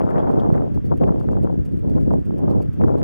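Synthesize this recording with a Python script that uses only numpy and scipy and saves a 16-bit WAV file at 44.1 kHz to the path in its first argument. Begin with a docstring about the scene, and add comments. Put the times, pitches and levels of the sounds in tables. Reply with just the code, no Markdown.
"""Outdoors by a brick wall, a wooden whirligig spins in gusty wind, about four turns a second.
Its crank throws a little figure up and down with light, dry clacks; the loose linkage rattles,
the wire rod scrapes and now and then the dry axle chirps. Eddies rumble and slap against the
two microphone ports, far louder than the toy. Under it all lies a faint, wide hush."""
import sys
import numpy as np
from scipy import signal
from scipy.fft import rfft, irfft
from scipy.io import wavfile
from scipy.ndimage import uniform_filter1d, map_coordinates

SR = 44100
rng = np.random.default_rng(int(sys.argv[2]) if len(sys.argv) > 2 else 0)


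def log_audio(samples):
    """Write samples as a 16-bit WAV file to the path given in sys.argv[1]."""
    # one column per channel
    frames = np.atleast_2d(samples).T
    # limit to full scale, then quantise
    limited = np.clip(frames, -1, 1)
    pcm = np.round(limited * 32767).astype(np.int16)
    wavfile.write(sys.argv[1], SR, pcm)


N = 133623

# tone of the outdoor bed: (frequency [Hz], relative spectral density [dB])
HUSH_SPECTRUM = [(100, 3.5), (600, 5), (1500, 8), (2300, -0.5), (3300, -3.5), (4500, -11.5), (7000, -15),
                 (11000, -20.5), (14000, -27)]
# the hush sinking and rising, lifting as the crank rubs near 2 s: (time [s], relative level [dB])
HUSH_SWELL = [(0, -53.5), (.45, -54), (.8, -57), (1.3, -57), (1.85, -59.5), (1.93, -56), (2.05, -57.5),
              (2.15, -57.5), (2.7, -56.5), (3.03, -55)]
# gusts at the microphone: (time [s], wind speed [relative to NOMINAL_SPEED], relative level [dB])
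GUST_CURVE = [(0, 510.3, -14), (.045, 359.3, -17), (.08, 414.6, -19), (.18, 436.5, -14.5),
              (.281, 374.4, -14), (.621, 329.4, -16.5), (.742, 156.6, -19.5), (.782, 191.6, -11.5),
              (.807, 158.9, -26.5), (.895, 183.7, -13.5), (.921, 279.6, -10.5), (.952, 193, -16.5),
              (.99, 173.8, -16), (1.022, 320.9, -10), (1.075, 320.9, -12.5), (1.148, 300.2, -17),
              (1.235, 236.8, -17), (1.272, 199.7, -15.5), (1.30, 269.1, -14.5), (1.42, 217.4, -15.5),
              (1.468, 316.6, -19.5), (1.584, 175.1, -16.5), (1.699, 173.1, -24.5), (1.734, 169.8, -13),
              (1.819, 150.2, -19.5), (1.85, 230.7, -16.5), (1.924, 186.8, -13), (1.979, 274.4, -14),
              (2.025, 163.7, -13.5), (2.095, 200.2, -13.5), (2.115, 313.8, -11), (2.19, 200.3, -15),
              (2.235, 154.8, -19), (2.491, 300, -14.5), (2.601, 264.4, -14), (2.656, 164.6, -16.5),
              (2.78, 172.2, -21), (2.82, 261.3, -9.5), (2.87, 290.6, -15), (3.027, 272.7, -14)]
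# single hard eddies: (time [s], peak at the port [dB], pitch [Hz], port [-1 left, 1 right])
EDDY_SLAPS = [(.004, -27, 838, -1), (.008, -3, 560, -1), (.015, -23, 1380, -1), (.02, -2.5, 347, -1),
              (.051, -3.5, 138, 1), (.068, -9, 600, -1), (0.078, -11, 615, -1), (.1, -34, 923, -1),
              (0.13, -25, 674, -1), (.174, -4, 490, -1), (.181, -20, 1235, -1), (0.194, -19, 520, -1),
              (.303, -26, 560, -1), (.333, -19, 720, -1), (0.346, -3.5, 380, -1), (.42, -7, 504, -1),
              (0.448, -21, 760, -1), (.491, 2, 174, 1), (0.503, -6.5, 515.2, -1), (.527, 0.5, 121, 1),
              (.542, -21, 923, -1), (0.58, -20, 980, -1), (.776, -15, 526, -1), (0.918, -6.5, 588.2, -1),
              (.92, -9, 607, -1), (.926, -10, 546, -1), (.938, -17.5, 586, -1), (1.011, -1, 350, -1),
              (1.015, 0, 368, -1), (1.036, -2.5, 400, -1), (1.039, -20.5, 1590, -1), (1.062, -12, 420, -1),
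              (1.093, -24, 923, -1), (1.108, -20, 520, -1), (1.16, -14.5, 513, -1), (1.212, -17.5, 690, -1),
              (1.244, -16, 463, -1), (1.273, -3.5, 150.2, 1), (1.288, -16.5, 838, -1),
              (1.315, -10.5, 337, -1), (1.333, -14, 580, -1), (1.355, -11, 420, -1), (1.37, -19.5, 760, -1),
              (1.436, -9, 339.3, -1), (1.447, -1, 280, -1), (1.474, -15.5, 715, -1), (1.48, -26, 690, -1),
              (1.541, -7, 260, -1), (1.579, -6, 136, -1), (1.743, -9.5, 210.2, -1), (1.849, -18.5, 399, -1),
              (1.963, -2, 190.9, -1), (1.973, -7.5, 260.4, -1), (1.983, -23, 760, 1),
              (2.031, -14, 110.1, -1), (2.08, -5, 310, -1), (2.108, -12.5, 690, -1),
              (2.115, -5.5, 380.5, -1), (2.138, -3.5, 484, 1), (2.308, -16.5, 540.6, 1),
              (2.342, -8, 249.9, -1), (2.44, -15, 499, -1), (2.512, -2, 245.2, 1), (2.538, -17, 479.7, -1),
              (2.604, -12.5, 520, -1), (2.801, -14, 450.3, -1), (2.813, -8, 514.5, 1),
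              (2.818, -23.5, 1200, -1), (2.821, -4, 129.5, -1), (2.838, -11.5, 796.2, -1),
              (2.846, 1.5, 272, 1), (2.853, -3, 150, 1), (2.883, -15, 756, -1), (2.904, -3, 390, -1),
              (2.95, -29, 480, -1), (2.955, 0, 340, -1), (3.018, -23, 1015, -1)]
# the dry axle rubbing: (time [s], level [dB], half length [s])
AXLE_CHIRPS = [(0.198, -61.5, 0.023), (0.4, -55, 0.0088)]
# ring of the axle: (frequency [Hz], bandwidth [Hz], relative gain [dB])
AXLE_MODES = [(3270, 270, 12), (5260, 500, -24)]
# ring of the wooden toy: (frequency [Hz], bandwidth [Hz], relative gain [dB])
BODY_MODES = [(1472.5, 640, 5), (2620, 490, 10), (3030, 860, 3.5), (4270, 580, 6), (6400, 2100, -3),
              (7650, 350, 4.5), (8780, 330, 3), (9800, 920, 1), (11100, 1900, 1.5), (12270, 970, 3),
              (13700, 820, -3)]
# the crank's stroke and return in turn: (time [s], relative level [dB], contact length [s])
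CRANK_CLACKS = [(0.099, -56, 0.005), (.182, -61.5, 0.0092), (0.308, -56.5, 0.0049), (0.402, -63, .003),
                (0.524, -56.5, 0.0038), (0.625, -70, 0.0062), (0.742, -57, 0.0061), (0.848, -60, 0.018),
                (0.97, -56, 0.0092), (1.068, -65, 0.015), (1.193, -56, 0.01), (1.311, -59.5, 0.013),
                (1.427, -54, 0.0053), (1.52, -67, 0.022), (1.651, -56, 0.0094), (1.763, -67.5, 0.018),
                (1.893, -57, 0.0045), (2.005, -57.5, 0.007), (2.127, -57.5, 0.0092), (2.25, -63, 0.015),
                (2.38, -57.5, 0.0072), (2.497, -59, 0.015), (2.616, -54, 0.0085), (2.729, -61, 0.011),
                (2.874, -62.5, 0.0054), (2.995, -59, 0.0032)]
# the loose linkage bouncing back: (time [s], relative level [dB], contact length [s])
LINKAGE_REBOUNDS = [(0.338, -64, .003), (0.558, -61, 0.0032), (0.775, -68, .003), (1.007, -66, 0.0024),
                    (1.227, -62, 0.0031), (1.334, -65, 0.0033), (1.686, -66, .004), (1.719, -63.5, 0.005),
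                    (1.791, -61, 0.0027), (2.027, -59, 0.0035), (2.167, -67, .003), (2.197, -66.5, .003),
                    (2.491, -63, 0.003), (2.753, -70, 0.0036), (2.979, -59, 0.0066)]
# the wire rod dragging in its guide: (time [s], relative level [dB], contact length [s])
ROD_SCRAPES = [(1.26, -68, .008), (1.413, -72, 0.0076), (1.925, -71, 0.02), (1.956, -67, .022),
               (2.364, -69, 0.0077), (2.43, -73, 0.019), (2.518, -68, 0.0094), (2.649, -72, .008)]
# narrow gaps in the microphone's response: (frequency [Hz], bandwidth [Hz])
MIC_NOTCHES = [(3930, 310), (7900, 340)]

NOMINAL_SPEED, RIGHT_PORT_SPEED_RATIO = 280, .82
EDDY_ROLLOFF_HZ, EDDY_STEEPNESS, EDDY_RISE = 298, 1.209, .33   # rumble's tone at nominal speed
SWIRL_DEPTH, SWIRL_PER_S, BUFFET_DB, BUFFET_PER_S = .16, 130, 3, 51   # swing of log speed and of level
CROSSFEED_GAIN, CROSSFEED_HZ = .71, 1433
WIND_TRIM_DB, TOY_TRIM_DB, TOY_SIDE_DB = -2.5, -1.5, -8
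CONTACT_ATTACK_S, CONTACT_T60_S, GRIT_DB = .00072, .056, 2.5
CONTACT_DETUNE, CONTACT_COLOUR_DB = .025, 2   # hit-to-hit spread of each mode's log pitch and gain
RATTLES_PER_S, RATTLE_DB, RATTLE_SPREAD_DB, RATTLE_LENGTH_S = 12, -79.5, 2.5, .0027


def from_db(db):
    """Decibels to gain."""
    return 10 ** (np.asarray(db) / 20)


def unit_rms(x):
    """Scale to an rms of one."""
    return x / np.sqrt(np.mean(x ** 2) + 1e-20)


def automation(rows):
    """Straight ramps between timed breakpoints; one curve per value column."""
    times, *columns = np.transpose(rows)
    return [np.interp(np.arange(N) / SR, times, column) for column in columns]


def drift(rate):
    """Smooth random modulation with a spread of one."""
    hop, run_in = 40, 2000
    pole = np.exp(-2 * np.pi * rate * hop / SR)
    noise = rng.standard_normal(N // hop + run_in + 2)
    wander = signal.lfilter([1], [1, -2 * pole, pole ** 2], noise)[run_in:]
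    return np.interp(np.arange(N) / hop, np.arange(len(wander)), unit_rms(wander))


def butter(x, hz, kind, order):
    """Butterworth low- or high-pass."""
    return signal.sosfilt(signal.butter(order, hz, kind, fs=SR, output="sos"), x)


def resonate(x, modes):
    """Parallel resonators of alternating polarity; white noise keeps about its level."""
    out, power = 0, 0
    for k, (hz, width, db) in enumerate(modes):
        radius = np.exp(-np.pi * width / SR)
        feed = (1 - radius ** 2) / 2
        poles = [1, -2 * radius * np.cos(2 * np.pi * hz / SR), radius ** 2]
        ring = signal.lfilter([feed, 0, -feed], poles, x + 1e-18)
        out = out + (-1) ** k * from_db(db) * ring
        power += feed * from_db(db) ** 2
    return out / np.sqrt(power)


def stereo(mid, side, side_db, pan_db=0):
    """Mid and side to left and right; positive pan leans right."""
    sign = np.array([[-1], [1]])
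    return (mid + sign * from_db(side_db) * side) * from_db(sign * pan_db)


def outdoor_hush():
    """A faint, wide hush slowly sinks and rises, with a brief lift as the crank rubs near two seconds."""
    hz, db = np.transpose(HUSH_SPECTRUM)
    bin_hz = np.arange(N + 1) * SR / (2 * N)
    colour = from_db(np.interp(np.log(bin_hz + 1), np.log(hz), db))
    noise = rng.standard_normal((2, 2 * N))
    mid, side = unit_rms(irfft(rfft(noise) * colour)[:, :N])
    swell = from_db(automation(HUSH_SWELL)[0] - 5.5)
    return swell * stereo(mid, side, side_db=-4, pan_db=-1.6)


def port_rumble(wind_speed, level_db):
    """A frozen pattern of eddies blows past one port: the faster it passes, the brighter the rumble."""
    size = 2 ** 18
    hz = np.arange(size // 2 + 1) * SR / size
    colour = (hz + 1) ** EDDY_RISE * np.exp(-(hz / EDDY_ROLLOFF_HZ) ** EDDY_STEEPNESS)
    eddies = unit_rms(irfft(rfft(rng.standard_normal(size)) * colour))
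    speed = wind_speed / NOMINAL_SPEED * np.exp(SWIRL_DEPTH * drift(SWIRL_PER_S))
    pressure = map_coordinates(eddies, [np.cumsum(speed)], order=3, mode="wrap")
    return pressure * from_db(WIND_TRIM_DB + level_db + BUFFET_DB * drift(BUFFET_PER_S))


def eddy_slaps():
    """A hard eddy is one sharp pressure spike at one port; the smaller it is, the higher its pitch."""
    size, steepness = 2 ** 12, 1.75
    out = np.zeros((2, N))
    bin_hz = np.arange(size // 2 + 1) * SR / size
    polarities = rng.choice([-1, 1], len(EDDY_SLAPS))
    for (time, db, hz, port), polarity in zip(EDDY_SLAPS, polarities):
        slope = (bin_hz / hz) ** steepness
        spike = np.roll(irfft(slope * np.exp(-slope)), size // 2)   # spectrum peaks at hz
        at = int(time * SR) - size // 2 + np.arange(size)
        inside = (at >= 0) & (at < N)
        out[int(port > 0), at[inside]] += polarity * from_db(db) * spike[inside] / spike.max()
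    return out


def wind_on_microphone():
    """Both ports ride the same gusts, but each catches its own eddies."""
    speed, level_db = automation(GUST_CURVE)
    left = port_rumble(speed, level_db)
    right = port_rumble(speed * RIGHT_PORT_SPEED_RATIO, level_db)
    ports = butter(np.array([left, right]) + eddy_slaps(), hz=56, kind="high", order=2)
    # the microphone subtracts each port's lows from the other, so the rumble sits out of phase
    opposite_lows = butter(ports[::-1], CROSSFEED_HZ, "low", order=1)
    return (ports - CROSSFEED_GAIN * opposite_lows) / np.sqrt(1 + CROSSFEED_GAIN ** 2)


def axle_chirps():
    """Brief swells of friction noise ring the dry axle."""
    t = np.arange(N) / SR
    rub = sum(from_db(db) * np.exp(-((t - time) / half) ** 2) for time, db, half in AXLE_CHIRPS)
    mid, side = resonate(rub * rng.standard_normal((2, N)), AXLE_MODES)
    return stereo(mid, side, TOY_SIDE_DB)


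def wood_contact(db, length):
    """One gritty touch, as mid and side; each lands on a new spot and rings the toy in a new colour."""
    age = np.arange(SR // 10) / SR
    attack = np.clip(age / CONTACT_ATTACK_S, 0, 1)
    force = attack * from_db(db - 60 * np.maximum(age - length, 0) / CONTACT_T60_S)
    roughness = unit_rms(uniform_filter1d(rng.standard_normal(len(age)), size=48))
    grit = unit_rms(from_db(GRIT_DB * roughness))
    scatter = rng.standard_normal((len(BODY_MODES), 2))
    modes = [(hz * np.exp(CONTACT_DETUNE * shift), width, gain_db + CONTACT_COLOUR_DB * weight)
             for (hz, width, gain_db), (shift, weight) in zip(BODY_MODES, scatter)]
    return resonate(force * grit * rng.standard_normal((2, len(age))), modes)


def whirligig():
    """Crank clacks, rebounds and rod scrapes, with a faint random rattle from play in the linkage."""
    gap_draws, level_draws = rng.random((100, 2)).T
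    rattle_times = np.cumsum(-np.log(1 - gap_draws) / RATTLES_PER_S)
    rattle_levels = RATTLE_DB + RATTLE_SPREAD_DB * (2 * level_draws - 1)
    rattles = [(time, db, RATTLE_LENGTH_S) for time, db in zip(rattle_times, rattle_levels)]
    out = np.zeros((2, N + SR))
    for time, db, length in CRANK_CLACKS + LINKAGE_REBOUNDS + ROD_SCRAPES + rattles:
        hit = wood_contact(db, length)
        start = min(int(time * SR), N)
        out[:, start:start + hit.shape[1]] += hit
    mid, side = out[:, :N]
    return from_db(TOY_TRIM_DB) * stereo(mid, side, TOY_SIDE_DB)


def scene():
    """The mix: wind right on the microphone, the small toy behind it, the hush underneath."""
    return wind_on_microphone() + whirligig() + axle_chirps() + outdoor_hush()


def record(dry):
    """The microphone chain rounds the hottest peaks, notches two narrow bands and cuts the top."""
    ceiling, cutoff_hz = 1.1, 15200
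    rounded = ceiling * np.tanh(dry / ceiling)
    for hz, width in MIC_NOTCHES:
        rounded = signal.lfilter(*signal.iirnotch(hz, hz / width, fs=SR), rounded)
    return signal.sosfilt(signal.cheby2(12, 50, cutoff_hz, fs=SR, output="sos"), rounded)


dry = scene()
out = record(dry)
log_audio(out)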